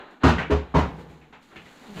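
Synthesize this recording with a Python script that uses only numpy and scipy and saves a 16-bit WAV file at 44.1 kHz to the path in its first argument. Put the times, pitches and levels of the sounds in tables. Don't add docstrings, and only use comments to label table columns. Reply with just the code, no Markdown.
import sys
import numpy as np
from scipy import signal
from scipy.fft import rfft, irfft, next_fast_len
from scipy.io import wavfile
from scipy.ndimage import map_coordinates

SR = 44100
rng = np.random.default_rng(int(sys.argv[2]) if len(sys.argv) > 2 else 0)


def pcm_store(signal):
    levels = np.round(np.clip(np.atleast_2d(signal), -1, 1) * 32767)
    wavfile.write(sys.argv[1], SR, levels.astype(np.int16).T)


N = 88200


def knocks():
    # start in seconds; slap, ring, boom, panel and wall levels in dB; the pitch the blow
    # favours in Hz and its lift in dB; hollow pitch in Hz; tock level in dB; the slap's treble change
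    # in dB, its length in seconds and its rise in seconds.
    blows = [(0.232, -17.5, -25, -14, -10, -35, 188, 10, 1340, -20.5, 3.5, 0.064, 0.0045),
             (0.498, -22.5, -28, -16.5, -23.5, -44.5, 402, 15, 367, -13, 1.5, .028, 0.0089),
             (0.738, -20, -17, -16, -17.5, -32.5, 142, 0.5, 960, -21, -1, 0.059, 0.011)]
    # pitch in Hz, relative level in dB, fade in seconds.
    box_tones = [(131, -7.5, 0.26), (153.9, 8.5, 0.23), (179, -5.5, 0.43), (259.7, -3, 0.29),
                 (276.2, 4, 0.22), (417.2, 5.5, 0.23), (492.5, -4.5, 0.15), (532.6, -3, 0.3),
                 (634, 7, 0.14), (767, -12, 0.44), (757, -19.5, 0.15), (958, 3.5, 0.22), (1054, -4, 0.19),
                 (1420, -5, 0.12)]
    # pitch in Hz, relative level in dB, fade in seconds, build-up in seconds.
    air_tones = [(74.5, 13, 0.26, 0.042), (66, -15, 1, 0.09)]
    # frequency in Hz, level in dB.
    slap_colour = [(25, -27), (55, 2), (100, 1), (160, 3), (290, 3), (350, -1), (600, -3.5), (1000, -3.5),
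                   (1500, -10.5), (2800, -17.5), (4300, -25.5), (5200, -32), (7000, -34.5), (8500, -46.5),
                   (12800, -53), (15500, -66)]
    wall_colour = [(30, -19), (70, 4.5), (105, -32), (150, 10.5), (210, -8.5), (450, -2.5), (620, -11.5),
                   (900, -6.5), (1400, -20.5), (3000, -30.5), (6000, -42.5), (15000, -55)]
    hollow_lift_db, panel_lift_db = 3, 7.5
    out = np.zeros(N)
    for (start, slap_db, ring_db, boom_db, panel_db, walls_db, favoured_hz, lift_db,
         hollow_hz, tock_db, treble_db, length_s, rise_s) in blows:
        t = since(start)
        hollow_band = lambda hz: near(hz, hollow_hz, octaves=0.35)
        tock = unit(filtered(rng.standard_normal(N), hollow_band))
        out += amp(tock_db) * tock * envelope(t, rise_s=0.003, fade_s=0.06)
        slap = filtered(noise(slap_colour), lambda hz: amp(hollow_lift_db * hollow_band(hz)))
        out += amp(slap_db) * contact(start, slap, treble_db, length_s, rise_s)
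        panel = ring(t, hz=264.8, fade_s=0.16, rise_s=0.018)
        out += amp(panel_db + panel_lift_db) * panel
        for hz, db, fade_s in box_tones:
            favour_db = lift_db * near(hz, favoured_hz, octaves=0.59)
            tone = ring(t, hz, fade_s, rise_s=0.022, drift_radians=0.37 * wobble(60))
            out += amp(ring_db + db + favour_db) * tone
        for hz, db, fade_s, build_s in air_tones:
            out += amp(boom_db + db) * ring(t, hz, fade_s, build_s)
        out += amp(walls_db) * noise(wall_colour) * envelope(t, rise_s=0.01, fade_s=1.27)
    return out


def ring(t, hz, fade_s, rise_s, drift_radians=0):
    return np.sin(2 * np.pi * hz * t + drift_radians) * envelope(t, rise_s, fade_s)


def contact(start, crush, treble_db, length_s, rise_s):
    # frequency in Hz, seconds to fade by 60 dB.
    room_fade = [(60, .4), (300, 0.32), (1000, 0.3), (2500, 0.36), (7000, 0.28), (13000, 0.15)]
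    treble_hz = 1720
    crush = filtered(crush, lambda hz: amp(treble_db * hz ** 2 / (hz ** 2 + treble_hz ** 2)))
    hz, t, bands = signal.stft(crush, SR, nperseg=256)
    after_contact_s = np.maximum(t - start - length_s, 0)
    fade = amp(-60 * after_contact_s / along(room_fade, hz)[:, None])
    return signal.istft(bands * fade, SR)[1][:N] * rise(since(start), rise_s)


def scuffs():
    # start in seconds, rasp level in dB, treble change in dB, length in seconds,
    # thud level in dB, rasp pitch in Hz.
    catches = [(0.38, -26.5, -2, 0.022, -32, 2050), (0.982, -53.5, -2.5, 0.016, -40, 1620),
               (1.096, -60.5, 5, 0.01, -46, 2240), (1.211, -62.5, 10, 0.0084, -60.5, 2730),
               (1.324, -49, 3, 0.02, -61, 1010), (1.556, -48.5, 9, 0.011, -44, 3130),
               (1.651, -61, 16.5, 0.019, -56, 2200), (1.963, -48, 6.5, 0.025, -38.5, 3400)]
    # frequency in Hz, level in dB.
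    rasp_colour = [(100, -30), (250, -24), (420, 1.5), (580, -3), (760, 3), (1180, -2), (1450, 0.5),
                   (2500, -5), (4000, -17), (5200, -29), (7000, -28.5), (9000, -46), (15000, -53)]
    thud_colour = [(30, -44), (70, -4.5), (105, -13), (165, -1), (260, -11.5), (450, -11), (1500, -63)]
    rasp_lift_db = 4
    out = np.zeros(N)
    for start, rasp_db, treble_db, length_s, thud_db, rasp_hz in catches:
        rasp_peak = lambda hz: amp(rasp_lift_db * near(hz, rasp_hz, octaves=0.45))
        rasp = amp(rasp_db) * filtered(noise(rasp_colour), rasp_peak)
        thud = amp(thud_db) * noise(thud_colour)
        out += contact(start, rasp + thud, treble_db, length_s, rise_s=0.003)
    return out


def slide():
    # time in seconds, level in dB.
    loudness = [(0, -40.5), (.06, -47.5), (.13, -50.5), (.2, -59), (.225, -39), (.3, -76), (.7, -51.5),
                (1.2, -61), (1.47, -66.5), (1.53, -49.5), (1.62, -57.5), (1.72, -55), (1.8, -55.5),
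                (1.86, -49.5), (1.95, -60), (2, -50)]
    # frequency in Hz, level in dB.
    colour = [(30, -28), (70, -6.5), (105, -11), (160, -0.5), (400, 5), (530, 0.5), (750, 1.5),
              (1100, -0.5), (1500, 0), (2400, -9.5), (4000, -14), (5200, -39), (7000, -36), (9000, -49),
              (15000, -71)]
    level_db, = curves(loudness)
    return amp(level_db) * noise(colour)


def groan():
    # time in seconds, slips per second, level in dB.
    slips = [(1.8, 262, -64), (1.83, 256, -54), (1.876, 245, -51), (1.895, 215, -43), (1.93, 200, -42),
             (1.96, 182, -43), (1.973, 168, -34), (2, 152, -38)]
    # multiple of the slip rate, relative level in dB.
    overtones = [(1, -11), (2, -20), (3, -51), (4, -26)]
    # frequency in Hz, level in dB.
    grit_colour = [(100, -24), (250, 7), (420, -7), (800, -4), (1500, -17), (5000, -46)]
    pitch_jitter, flutter_db, grit_db = 0.05, 1.5, -9
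    slip_hz, level_db = curves(slips)
    uneven_hz = slip_hz * (1 + pitch_jitter * wobble(120))
    phase = 2 * np.pi * np.cumsum(uneven_hz) / SR
    tone = unit(sum(amp(db) * np.sin(round(multiple) * phase) for multiple, db in overtones))
    grit = unit(noise(grit_colour) * (1 + np.cos(phase)))
    gain = amp(level_db + flutter_db * wobble(98))
    onset = rise(since(slips[0][0]), rise_s=0.013)
    return (tone + amp(grit_db) * grit) * gain * onset


def sleeve():
    # time in seconds, level in dB.
    loudness = [(0, -96), (.09, -97), (.11, -63), (.2, -82), (.95, -69), (1.005, -56), (1.07, -68.5),
                (1.11, -60), (1.27, -73.5), (1.41, -72), (1.425, -59.5), (1.54, -61.5), (1.72, -55.5),
                (1.94, -52), (2, -42)]
    # frequency in Hz, level in dB.
    colour = [(300, 21.5), (2000, 18), (4200, 15), (5400, 5.5), (7000, 10.5), (8500, 1), (11000, -1),
              (12800, -1.5), (14000, -2), (15700, -14)]
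    level_db, = curves(loudness)
    rustle = noise(colour) * amp(wobble(300))
    return amp(level_db) * unit(rustle)


def room_noise():
    # frequency in Hz, level in dB.
    colour = [(25, 7), (70, -29), (110, -6), (250, 16.5), (1000, -51), (4000, -20), (5400, -29),
              (7000, -20), (9000, -37), (12800, -28.5), (15500, -49)]
    return amp(-60) * noise(colour)


def noise(colour):
    ripple_db, spacing_hz, ripple_from_hz = 2.8, 22, 500

    def gain(hz):
        bumps = map_coordinates(rng.standard_normal(2048), [hz / spacing_hz], mode="wrap")
        ripple = bumps * hz / (hz + ripple_from_hz)
        return amp(along(colour, hz) + ripple_db * ripple)

    return unit(filtered(rng.standard_normal(N), gain))


def filtered(x, gain):
    size = next_fast_len(N + SR // 2)
    hz = np.fft.rfftfreq(size, 1 / SR)
    return irfft(rfft(x, size) * gain(hz), size)[:N]


def near(hz, centre_hz, octaves):
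    return np.exp(-(np.log2((hz + 1) / centre_hz) / octaves) ** 2)


def along(points, hz):
    point_hz, values = np.transpose(points)
    return np.interp(np.log(hz + 1), np.log(point_hz + 1), values)


def curves(rows):
    times, *columns = np.transpose(rows)
    return [np.interp(np.arange(N) / SR, times, column) for column in columns]


def envelope(t, rise_s, fade_s):
    return rise(t, rise_s) * np.exp(-np.log(1000) * t / fade_s)


def rise(t, rise_s):
    return 1 - np.exp(-(t / rise_s) ** 2)


def since(start):
    return np.maximum(np.arange(N) / SR - start, 0)


def wobble(per_second):
    return map_coordinates(rng.standard_normal(4096), [np.arange(N) * per_second / SR], mode="wrap")


def amp(db):
    return 10 ** (np.asarray(db) / 20)


def unit(x):
    return x / np.sqrt(np.mean(x ** 2) + 1e-20)


def scene():
    return (knocks() + scuffs() + slide() + groan() + sleeve() + room_noise())[None]


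def record(dry):
    top_hz = 15750
    return np.array([filtered(x, lambda hz: hz < top_hz) for x in dry])


dry = scene()
out = record(dry)
pcm_store(out)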